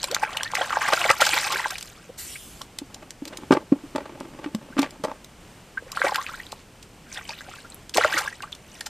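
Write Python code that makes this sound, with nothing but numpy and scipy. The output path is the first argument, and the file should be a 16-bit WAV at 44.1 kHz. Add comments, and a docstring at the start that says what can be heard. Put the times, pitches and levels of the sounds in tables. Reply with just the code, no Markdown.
"""A shallow muddy pool in open country, where hands grab at fish a few metres away.
Water sloshes and sprays as crowds of small ringing bubbles over noise; pockets and drips ring, drops smack.
Wet cloth rustles once as shifting bands of noise. A fish in a plastic bucket thumps and flops as the
bucket is lifted and set down: blows and uneven noise excite its air note and its wall modes.
Far air, leaves and a low rumble lie beneath as slowly swelling noise."""
import sys
import numpy as np
from scipy import signal
from scipy.fft import rfft, irfft, next_fast_len
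from scipy.io import wavfile
from scipy.ndimage import uniform_filter1d

SR = 44100
rng = np.random.default_rng(int(sys.argv[2]) if len(sys.argv) > 2 else 0)


def bounce(signal):
    """Save signal as a 16-bit WAV file at the path given by the first command-line argument."""
    frames = np.transpose(np.atleast_2d(signal))
    limited = np.clip(frames, -1, 1)
    pcm = np.round(limited * 32767).astype(np.int16)
    wavfile.write(sys.argv[1], SR, pcm)


N = 392038  # length [samples]

# Spectrum of the far air, leaves and rumble: (frequency [Hz], density [dB per Hz])
FIELD_SPECTRUM = [(12, -26), (20, -2.5), (65, -4), (91, -4.5), (175, -4.5), (257, -8), (1910, -20),
                  (2970, -19.5), (3600, -24), (14200, -30.5)]
# Vigour of the stirring, one list a bout: (time [s], slosh level [dB], spray level [dB])
STIRRING_BOUTS = [
    [(0.0, -42.5, -40), (0.33, -34.5, -50.5), (0.46, -35, -54), (0.505, -43.5, -59), (0.57, -32.5, -39.5),
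     (0.78, -31, -42), (1.0, -28, -34), (1.16, -34.5, -39.5), (1.24, -34.5, -30), (1.34, -32, -28.5),
     (1.62, -29.5, -36.5), (1.8, -51.5, -44), (2.15, -62, -64)],
    [(5.85, -57, -88), (5.962, -39, -41.5), (6.096, -34, -42), (6.196, -39, -44.5), (6.4, -47.5, -48.5),
     (6.62, -76, -57)],
    [(7.05, -61, -77), (7.134, -48.5, -40.5), (7.22, -51, -51), (7.33, -61, -43), (7.45, -50.5, -55),
     (7.6, -58, -47), (7.75, -91, -78)],
    [(7.94, -49, -27.5), (8.002, -24, -36), (8.09, -32.5, -40.5), (8.132, -29.5, -33), (8.262, -40, -40.5),
     (8.518, -87, -72), (8.762, -59, -47.5), (8.89, -70, -59)],
]
# Handfuls of water thrown up or falling back at once: (peak time [s], level [dB], t60 [s])
SURGES = [(0.044, -39, 0.048), (0.234, -25.5, 0.032), (.614, -40, 0.049), (0.823, -23, .043),
          (0.888, -21, 0.016), (0.935, -17.5, .024), (1.009, -30, 0.32), (1.105, -12.5, 0.011),
          (1.219, -15.5, 0.1), (1.269, -30, 0.031), (1.339, -21.5, 0.086), (1.378, -27.5, 0.11),
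          (1.529, -24.5, 0.046), (5.974, -50, 0.054), (6.048, -25.5, 0.13), (6.156, -42, 0.017),
          (7.176, -32.5, 0.039), (7.294, -37.5, 0.14), (7.559, -46, 0.084), (7.982, -20.5, 0.025),
          (8.048, -34, 0.021), (8.173, -28.5, 0.23), (8.438, -42, 0.25), (8.872, -38, 0.012)]
# Spectrum of the slosh: (frequency [Hz], density [dB per Hz])
SLOSH_SPECTRUM = [(59, -46), (100, 1), (342, -9), (388, -10), (614, -1), (936, 2.5), (1260, 3.5), (1480, 6),
                  (8000, -21.5), (10400, -7), (17600, -120)]
# Spectrum of the spray: (frequency [Hz], density [dB per Hz])
SPRAY_SPECTRUM = [(880, -32), (1500, -3.5), (2270, -3.5), (3160, -7.5), (3820, -7.5), (8670, -15),
                  (10800, -18), (14300, -14)]
# Drops and sheets of water smacking down: (peak time [s], peak level [dB], t60 [s])
WATER_SMACKS = [(.0318, -10.5, 0.0028), (0.0428, -7, 0.0052), (0.1154, -14.5, 0.0077), (0.148, -6.5, .007),
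                (0.3719, -16, 0.01), (.434, -9, 0.0039), (.518, -25, 0.0053), (.554, -15.5, 0.024),
                (.886, -28, 0.011), (0.8267, -33, 0.026), (0.937, -8.5, 0.007), (0.994, -17, 0.012),
                (1.003, -28, .007), (1.0128, -26, 0.015), (1.079, -21, 0.0033), (1.1142, -9.5, 0.0062),
                (1.2144, -8, 0.041), (1.2535, -11.5, 0.016), (1.2678, -9, 0.024), (1.2927, -9, 0.0069),
                (1.333, -23, .019), (1.388, -13, .01), (1.4432, -21, 0.014), (1.5253, -16, 0.023),
                (1.708, -16.5, 0.013), (1.7846, -22.5, 0.013), (1.811, -22, 0.0055),
                (1.8285, -20.5, 0.0072), (2.6181, -20, 0.0083), (2.7884, -16, 0.0057),
                (2.9466, -23.5, 0.0085), (3.1077, -20.5, 0.0017), (3.255, -22, 0.0053), (3.281, -27, 0.023),
                (3.374, -21, 0.0084), (3.523, -19, 0.0079), (3.539, -21, 0.0085), (3.962, -25.5, .008),
                (4.2043, -30, 0.0069), (4.5502, -21.5, 0.0067), (4.7945, -15.5, 0.014), (4.8203, -21, .016),
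                (4.9088, -29.5, 0.0046), (5.0396, -25.5, .008), (5.0496, -25, 0.026),
                (5.247, -30.5, 0.0061), (5.92, -19.5, 0.0075), (6.0844, -21, 0.0097),
                (6.1597, -9.5, 0.0034), (6.147, -21, .01), (6.228, -33, .008), (6.2655, -46, 0.011),
                (6.522, -22.5, 0.0099), (6.83, -32.5, 0.015), (7.15, -30, 0.023), (7.292, -29, .011),
                (7.3058, -34, 0.0045), (7.3873, -45, 0.0089), (7.409, -34, 0.0053), (7.896, -23, 0.0036),
                (7.947, -16.5, 0.0027), (7.9732, -5, .006), (8.1836, -14, 0.021), (8.191, -15.5, 0.025),
                (8.424, -24.5, 0.0074), (8.5233, -27, .007), (8.552, -32, 0.0095), (8.81, -19, 0.0075),
                (8.867, -21.5, 0.03)]
# Ringing bubbles, closing air pockets and small drips:
# (peak time [s], level [dB], pitch at peak [Hz], t60 [s])
BUBBLES_AND_DRIPS = [(.043, -28.5, 583, 0.02), (.045, -28, 2300, 0.018), (.166, -14, 1450, 0.0057),
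                     (.231, -13.5, 830, 0.03), (.236, -19, 1870, 0.018), (.537, -18, 980, 0.008),
                     (.372, -13.5, 2880, 0.0072), (.554, -9.5, 2050, .008), (.572, -17, 2080, 0.0044),
                     (.573, -21, 1210, 0.012), (.588, -25, 730, 0.0746), (.615, -17, 707, 0.039),
                     (.617, -16, 3150, 0.012), (.707, -18.5, 1330, 0.018), (.73, -15, 1190, 0.022),
                     (.772, -12, 880, 0.011), (.838, -34, 1800, 0.0069), (.888, -8, 1180, 0.013),
                     (.905, -20, 850, 0.016), (1.016, -16, 2700, 0.012), (1.043, -13, 2150, 0.019),
                     (1.056, -18, 658, 0.079), (1.104, -19.5, 537, 0.041), (1.22, -11, 633, 0.02),
                     (1.335, -9.5, 2390, 0.017), (1.379, -11, 2100, 0.011), (1.543, -25.5, 2150, 0.063),
                     (1.547, -33, 380, 0.11), (1.602, -19, 960, .017), (1.66, -16, 950, 0.016),
                     (1.727, -32.5, 730, 0.063), (1.757, -22, 2410, 0.0087), (2.358, -30.5, 2180, 0.042),
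                     (2.614, -33, 1060, 0.046), (4.727, -41, 1490, .05), (5.826, -37, 460, 0.025),
                     (5.869, -38, 512, 0.038), (5.974, -15.5, 1350, 0.017), (6.018, -9.5, 1550, 0.01),
                     (6.028, -23, 2100, 0.02), (6.094, -17.5, 994, .017), (6.123, -18, 796, .023),
                     (6.157, -15.5, 1330, 0.0083), (6.185, -18, 1040, 0.075), (6.146, -20.5, 1830, 0.011),
                     (6.266, -20, 2500, 0.0082), (6.293, -30.5, 1260, 0.093), (6.467, -35, 3720, .012),
                     (6.529, -20.5, 840, 0.0028), (7.128, -27, 6000, .006), (7.174, -27, 3460, 0.013),
                     (7.185, -33.5, 746, 0.018), (7.195, -36, 2310, .02), (7.294, -22, 4570, .008),
                     (7.175, -28.5, 1825, 0.031), (7.254, -31, 2970, 0.009), (7.306, -25.5, 2400, 0.0097),
                     (7.335, -32.5, 2470, 0.033), (7.389, -31, 3700, 0.013), (7.409, -29, 1620, 0.0134),
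                     (7.539, -33, 1350, 0.021), (7.48, -38, 620, 0.019), (7.515, -40, 1250, .04),
                     (7.65, -36, 1370, 0.048), (7.702, -33.5, 7860, .006), (7.722, -34.5, 4000, 0.0091),
                     (7.745, -26, 11000, 0.0058), (7.965, -16, 980, .011), (7.983, -2.5, 700, 0.0153),
                     (8.012, -14, 1360, 0.015), (8.048, -8, 1345, .024), (8.052, -13.5, 600, 0.05),
                     (8.142, -19, 1820, 0.025), (8.151, -33, 319, .085), (8.169, -13, 2110, .009),
                     (8.194, -19, 1270, .013), (8.278, -19, 1640, 0.029), (8.406, -28, 1530, 0.011),
                     (8.427, -28.5, 2700, .014), (8.528, -22, 3440, 0.0084), (8.812, -26.5, 1750, 0.014)]
# Gurgles, air pockets that swell slowly while their neck opens:
# (peak time [s], level [dB], pitch at peak [Hz], t60 [s], climb [octaves/s])
GURGLES = [(.128, -29, 569, 0.12, 26), (0.464, -27.5, 1800, 0.058, 6), (.762, -24, 1560, .03, 20),
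           (.935, -14, 654, .033, 29), (1.016, -26.5, 702, 0.093, -2), (1.109, -7.5, 1256, 0.019, 17),
           (1.716, -35, 1600, 0.058, -6.5), (2.099, -33.5, 494, 0.032, 19), (2.966, -43.5, 780, 0.041, 42),
           (4.18, -45, 806, 0.061, 22), (4.265, -56, 950, 0.039, 27), (5.779, -21, 1576, 0.029, 14),
           (6.01, -34, 512, 0.047, 20), (6.051, -17, 564, 0.049, 8), (6.069, -20, 747, 0.064, 33),
           (6.082, -24, 2020, 0.016, 50), (6.344, -29, 1455, 0.034, 30), (6.403, -31, 1950, 0.023, 37),
           (7.297, -32, 917, .033, 13), (7.49, -33.5, 760, 0.026, 19), (7.587, -40, 1650, .021, 22),
           (7.961, -29, 504, .04, 20), (7.986, -24, 430, .15, 13.5), (8.213, -26, 800, .023, 16),
           (8.33, -32, 1910, 0.017, 8), (8.44, -31, 1172, 0.045, 21)]
# Spectrum of rubbing wet cloth: (frequency [Hz], density [dB per Hz])
CLOTH_SPECTRUM = [(590, -60), (1000, -41), (1320, -22), (1930, -18), (2180, -16.5), (2660, -14),
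                  (6040, -14), (9010, -11), (14200, -13)]
# Blows on the bucket:
# (peak time [s], air note level [dB], air note pitch [Hz], t60 [s], wall knock level [dB])
BUCKET_BLOWS = [(2.82, -26.5, 283, 0.043, -39), (3.224, -23.5, 280, 0.047, -37),
                (3.511, -1.5, 320, 0.0098, -14), (3.725, -3.5, 269, 0.041, -30),
                (3.764, -27, 282, 0.037, -39), (3.84, -30.5, 290, 0.065, -49),
                (3.953, -20, 292, .036, -25.5), (4.211, -27.5, 264, .044, -22.5),
                (4.463, -22.5, 293, 0.078, -27.5), (4.55, -16, 215, .07, -25.5),
                (4.705, -33, 231, 0.042, -39), (4.77, -18.5, 282, .05, -21.5),
                (4.792, -10, 278, 0.098, -14), (5.0, -36.5, 278, 0.068, -51), (5.041, -35, 216, 0.046, -16),
                (5.052, -38, 293, .05, -14), (5.117, -40, 267, .05, -23)]
# Wet body flopping against the wall:
# (peak time [s], boom level [dB], clatter level [dB], splatter level [dB], t60 [s])
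FLOPS = [(3.516, -11.5, -13, -28, 0.17), (3.03, -48, -46, -51, .12), (3.33, -69, -40, -43, 0.14),
         (3.611, -39.5, -42, -66, 0.072), (3.727, -14.5, -27, -66, 0.047), (3.964, -30, -27, -37.5, 0.17),
         (4.059, -57, -39, -46, 0.1), (4.441, -50, -40, -38.5, .08), (4.785, -23, -22, -24.5, .2),
         (4.829, -38.5, -34.5, -32.5, 0.15), (4.93, -46, -44, -51, 0.16), (5.045, -38, -34.5, -48, 0.18),
         (5.09, -46, -33.5, -61, 0.18)]
# The catch slithering while the bucket is handled, one list a spell: (time [s], boom level [dB])
SLITHER_SPELLS = [
    [(2.9, -51), (3.198, -68), (3.264, -48.5), (3.45, -46)],
    [(3.75, -47), (3.93, -66), (4.006, -47.5), (4.16, -46), (4.3, -46.5), (4.44, -43), (4.52, -51.5),
     (4.68, -49), (4.74, -54)],
]
# Modes of the bucket, first its air and then its wall: (frequency [Hz], width [Hz], level [dB]);
# the level of the air mode is not used
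BUCKET_MODES = [(274, 300, 0), (430, 120, 4), (600, 84, 16.5), (880, 240, 14.5), (1140, 140, 10),
                (1470, 91, 4), (2150, 740, -6)]
# Difference between the two channels: (frequency [Hz], side minus mid level [dB])
STEREO_WIDTH = [(2500, -67), (3300, -79), (4500, -17), (9000, -2), (14000, -7)]
# Frequency response of the microphone: (frequency [Hz], gain [dB])
MICROPHONE_RESPONSE = [(6000, 0), (8600, 1.5), (10300, -5), (14000, -4.5)]

FIELD_DB = -48.5
SURGE_RISE_S = 0.017
DROP_HZ, DROP_SPREAD_OCTAVES = 4000, 0.12  # centre of a smack, and its random scatter in octaves
BUBBLE_RISE_CYCLES, BUBBLE_RISE_SHARE = 1.505, 0.0802  # a ring swells over cycles plus a share of t60
BUBBLE_CLIMB = 0.0098  # octaves per cycle
GURGLE_RISE_SHARE = 0.3  # share of t60 spent swelling
RUSTLE_START_S, RUSTLE_END_S = 2.17, 2.66
RUSTLE_DB, RUSTLE_RISE_S, RUSTLE_T60_S = -33, 0.022, 1.38
THUMP_RISE_S, FLOP_RISE_S = 0.00461, 0.011
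SLITHER_CLATTER_DB, SLITHER_SPLATTER_DB = -5, -11  # against the boom


def gain_of(db):
    """Decibel law: twenty decibels make a tenfold amplitude."""
    return 10 ** (np.asarray(db) / 20)


def evened(x):
    """Normalisation: scales a signal to unit root-mean-square."""
    return x / np.sqrt(np.mean(x ** 2) + 1e-20)


def coloured(x, spectrum):
    """Linear filtering: multiplies the spectrum by gains interpolated over log frequency."""
    size = next_fast_len(len(x))
    hz, db = np.transpose(spectrum)
    log_hz = np.log(np.fft.rfftfreq(size, 1 / SR) + 1)
    gain = gain_of(np.interp(log_hz, np.log(hz + 1), db))
    return irfft(rfft(x, size) * gain, size)[:len(x)]


def level(tables, column):
    """Amplitude envelope: gain along time from one dB column, silent between tables, soft at edges."""
    t, out = np.arange(N) / SR, np.zeros(N)
    for rows in map(np.array, tables):
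        out += gain_of(np.interp(t, rows[:, 0], rows[:, column], -200, -200))
    return uniform_filter1d(out, size=120)


def add(mix, start_s, sound):
    """Superposition: sums a sound into the mix at its starting time."""
    part = mix[round(start_s * SR):][:len(sound)]
    part += sound[:len(part)]


def resonate(x, hz, width):
    """Simple resonance: one damped mode, of about unit gain at its centre."""
    radius = np.exp(-np.pi * width / SR)
    pole = radius * np.exp(2j * np.pi * hz / SR)
    return 2 * signal.lfilter([1 - radius], [1, -pole], x).real


def swelling(rise, t60):
    """Growth and exponential decay: times counted from the peak, and a shape that peaks at 1."""
    t = np.arange(round((rise + t60) * SR) + 8) / SR - rise
    growth = np.sin(0.5 * np.pi * (1 + t / rise)) ** 2
    return t, np.where(t < 0, growth, gain_of(-60 * t / t60))


def ring(hz, t60, climb, rise):
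    """Damped oscillation: an air pocket's pitch climbs (octaves/s) as it nears the surface."""
    t, shape = swelling(rise, t60)
    phase = 2 * np.pi * np.cumsum(hz * 2 ** (climb * t)) / SR
    return shape * np.sin(phase)


def grains(lo_hz, hi_hz, cycles, per_s, spread_db, crowd, count=44):
    """Random superposition: many small rings in clumps; a thinner crowd keeps the same mean power."""
    clumps = gain_of(3.0 * evened(uniform_filter1d(rng.standard_normal(N), 500)))
    # a few grains are much larger than the rest
    size = gain_of(spread_db * np.minimum(rng.exponential(1, N), 4)) / np.sqrt(crowd)
    size *= rng.random(N) < per_s * crowd * clumps / SR
    kind, out = rng.integers(0, count, N), np.zeros(N)
    for k, hz in enumerate(np.geomspace(lo_hz, hi_hz, count)):
        grain = ring(hz, cycles / hz, 0.027 * hz, 2.97 / hz)
        grain = np.sqrt(hz) * grain / np.linalg.norm(grain)
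        out += signal.oaconvolve(size * (kind == k), grain)[:N]
    return evened(out)


def field():
    """Ambient noise: far air, leaves and a low rumble, swelling slightly."""
    swell = gain_of(0.81 * evened(uniform_filter1d(rng.standard_normal(N), 9000)))
    noise = evened(coloured(rng.standard_normal(N), FIELD_SPECTRUM))
    return gain_of(FIELD_DB) * noise * swell


def stirring():
    """Bubble and drop noise: small bubbles over a wash slosh, fine drops spray, both swell in surges."""
    surge = np.zeros(N)
    for peak_s, db, t60 in SURGES:
        add(surge, peak_s - SURGE_RISE_S, gain_of(db) * swelling(SURGE_RISE_S, t60)[1])
    slosh_effort = level(STIRRING_BOUTS, 1) + surge
    spray_effort = level(STIRRING_BOUTS, 2) + gain_of(-13.5) * surge
    crowd = np.clip(slosh_effort / gain_of(-26), 0.25, 1)  # gentle stirring makes few grains
    slosh = grains(335.2, 7450, 32.0, 1600, 4.22, crowd) + 0.47 * rng.standard_normal(N)
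    spray = grains(2010, 14130, 39, 1500, 2.2, crowd) + 0.5 * rng.standard_normal(N)
    slosh = evened(coloured(slosh, SLOSH_SPECTRUM))
    spray = evened(coloured(spray, SPRAY_SPECTRUM))
    return slosh_effort * slosh + spray_effort * spray


def smacks():
    """Impact noise: each smack is a short noise burst, its band scattered at random about one centre."""
    out = np.zeros(N)
    for (peak_s, db, t60), puff in zip(WATER_SMACKS, rng.standard_normal((len(WATER_SMACKS), 4000))):
        rise = 0.0015 + 0.3 * t60
        hz = DROP_HZ * 2 ** (DROP_SPREAD_OCTAVES * puff[-1])
        shape = swelling(rise, t60)[1][:len(puff)]
        push = shape * puff[:len(shape)]
        burst = resonate(push, hz, 0.65 * hz) + 0.11 * push
        burst = signal.lfilter([1, -1], [1, -0.85], burst)  # a small drop pushes no bass
        add(out, peak_s - rise, gain_of(db) * burst / abs(burst).max())
    return out


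def bubbles_and_drips():
    """Bubble resonance: pockets and drips ring and shift in pitch; water closing round makes them waver."""
    out, rings = np.zeros(N), []
    for peak_s, db, hz, t60 in BUBBLES_AND_DRIPS:
        rise = BUBBLE_RISE_CYCLES / hz + BUBBLE_RISE_SHARE * t60
        rings.append((peak_s, db, hz, t60, BUBBLE_CLIMB * hz, rise))
    for peak_s, db, hz, t60, climb in GURGLES:
        rings.append((peak_s, db, hz, t60, climb, GURGLE_RISE_SHARE * t60))
    puffs = rng.standard_normal((len(rings), 9000))
    for (peak_s, db, hz, t60, climb, rise), puff in zip(rings, puffs):
        note = ring(hz, t60, climb, rise)[:len(puff)]
        waver = resonate(puff[:len(note)], 0.18 * hz, 0.22 * hz)
        waver = evened(resonate(waver, 0.1 * hz, 0.56 * hz))
        add(out, peak_s - rise, gain_of(db) * note * (1 + 0.43 * waver))
    return coloured(out, [(90, -1.4), (300, 0.6)])  # sources this small radiate less bass


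def rustle():
    """Friction noise: wet cloth rubs, a hiss whose bright bands jump about as the folds shift."""
    hiss = coloured(rng.standard_normal(N), CLOTH_SPECTRUM)
    hz, t, z = signal.stft(hiss, SR, nperseg=512)
    # smoothed over 9 frequency bins, then 12 frames
    folds = uniform_filter1d(uniform_filter1d(rng.standard_normal(z.shape), 9, 0), 12, 1)
    folded = signal.istft(z * gain_of(3.5 * evened(folds)), SR, nperseg=512)[1][:N]
    rub = np.zeros(N)
    add(rub, RUSTLE_START_S, gain_of(RUSTLE_DB) * swelling(RUSTLE_RISE_S, RUSTLE_T60_S)[1])
    rub *= np.clip((RUSTLE_END_S - np.arange(N) / SR) / RUSTLE_RISE_S, 0, 1)
    return rub * evened(folded)


def wall(x):
    """Modal vibration: upper modes of the plastic wall; a soft wet body drives little treble into them."""
    modes = sum(gain_of(db) * resonate(x, hz, width) for hz, width, db in BUCKET_MODES[1:])
    return resonate(modes, 380, 1150)


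def blows():
    """Impulsive excitation: each blow rings the air in the bucket and knocks its wall."""
    out, t = np.zeros(N), np.arange(3000) / SR
    puffs = rng.standard_normal((len(BUCKET_BLOWS), len(t)))
    for (peak_s, db, hz, t60, wall_db), puff in zip(BUCKET_BLOWS, puffs):
        add(out, peak_s - THUMP_RISE_S, gain_of(db) * ring(hz, t60, 0, THUMP_RISE_S))
        knock = wall(puff * gain_of(-60 * t / 0.014))
        add(out, peak_s - 0.002, gain_of(wall_db) * knock / abs(knock).max())
    return out


def flopping():
    """Forced vibration: uneven noise drives the air as boom, the wall as clatter, and wet splatter."""
    unevenness = gain_of(5.7 * evened(uniform_filter1d(rng.standard_normal(N), 250)))
    jolts = rng.standard_normal((3, N)) * unevenness
    air_hz, air_width, _ = BUCKET_MODES[0]
    boom = resonate(resonate(jolts[0], air_hz, air_width), air_hz, 190)
    clatter = wall(jolts[1])
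    splatter = resonate(resonate(jolts[2], 1760, 2500), 1600, 2200)
    # one envelope a layer: the slither first, then each flop added
    drive = level(SLITHER_SPELLS, 1) * gain_of([[0], [SLITHER_CLATTER_DB], [SLITHER_SPLATTER_DB]])
    for peak_s, *layer_db, t60 in FLOPS:
        for layer, db in zip(drive, layer_db):
            add(layer, peak_s - FLOP_RISE_S, gain_of(db) * swelling(FLOP_RISE_S, t60)[1])
    return sum(gain * evened(x) for gain, x in zip(drive, [boom, clatter, splatter]))


def bucket():
    """Radiation efficiency: a small bucket, struck and flopped against, radiates no deep bass."""
    return coloured(blows() + flopping(), [(40, -22), (160, 0.5)])


def banks(near):
    """Scattering: weak diffuse returns from banks and water, dying away as decaying noise."""
    t = np.arange(3000) / SR
    echoes = rng.standard_normal(len(t)) * gain_of(-60 * t / 0.061) * (t > 0.002)
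    return gain_of(-9.0) * signal.oaconvolve(near, echoes / np.linalg.norm(echoes))[:N]


def scene():
    """Superposition: near sources with their scattered returns, over the field, alike in both channels."""
    near = stirring() + smacks() + bubbles_and_drips() + rustle() + bucket()
    mid = near + banks(near) + field()
    return np.array([mid, mid])


def record(dry):
    """Phase decorrelation: two close ports share the bass, not the treble; colour, overload, band limit."""
    hz, t, z = signal.stft(dry[0], SR, nperseg=128)
    random_phase = np.exp(2j * np.pi * rng.random(z.shape))
    scattered = signal.istft(z * random_phase, SR, nperseg=128)[1][:N]
    side = coloured(scattered * dry.std() / scattered.std(), STEREO_WIDTH)
    pair = [coloured(port, MICROPHONE_RESPONSE) for port in (dry[0] + side, dry[1] - side)]
    pair = np.clip(pair, -0.94, 0.94)  # the loudest peaks overload
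    low_pass = signal.firwin(1201, 14290, window=("kaiser", 6), fs=SR)  # edge in Hz
    return signal.oaconvolve(pair, low_pass[None], "same")


dry = scene()
out = record(dry)
bounce(out)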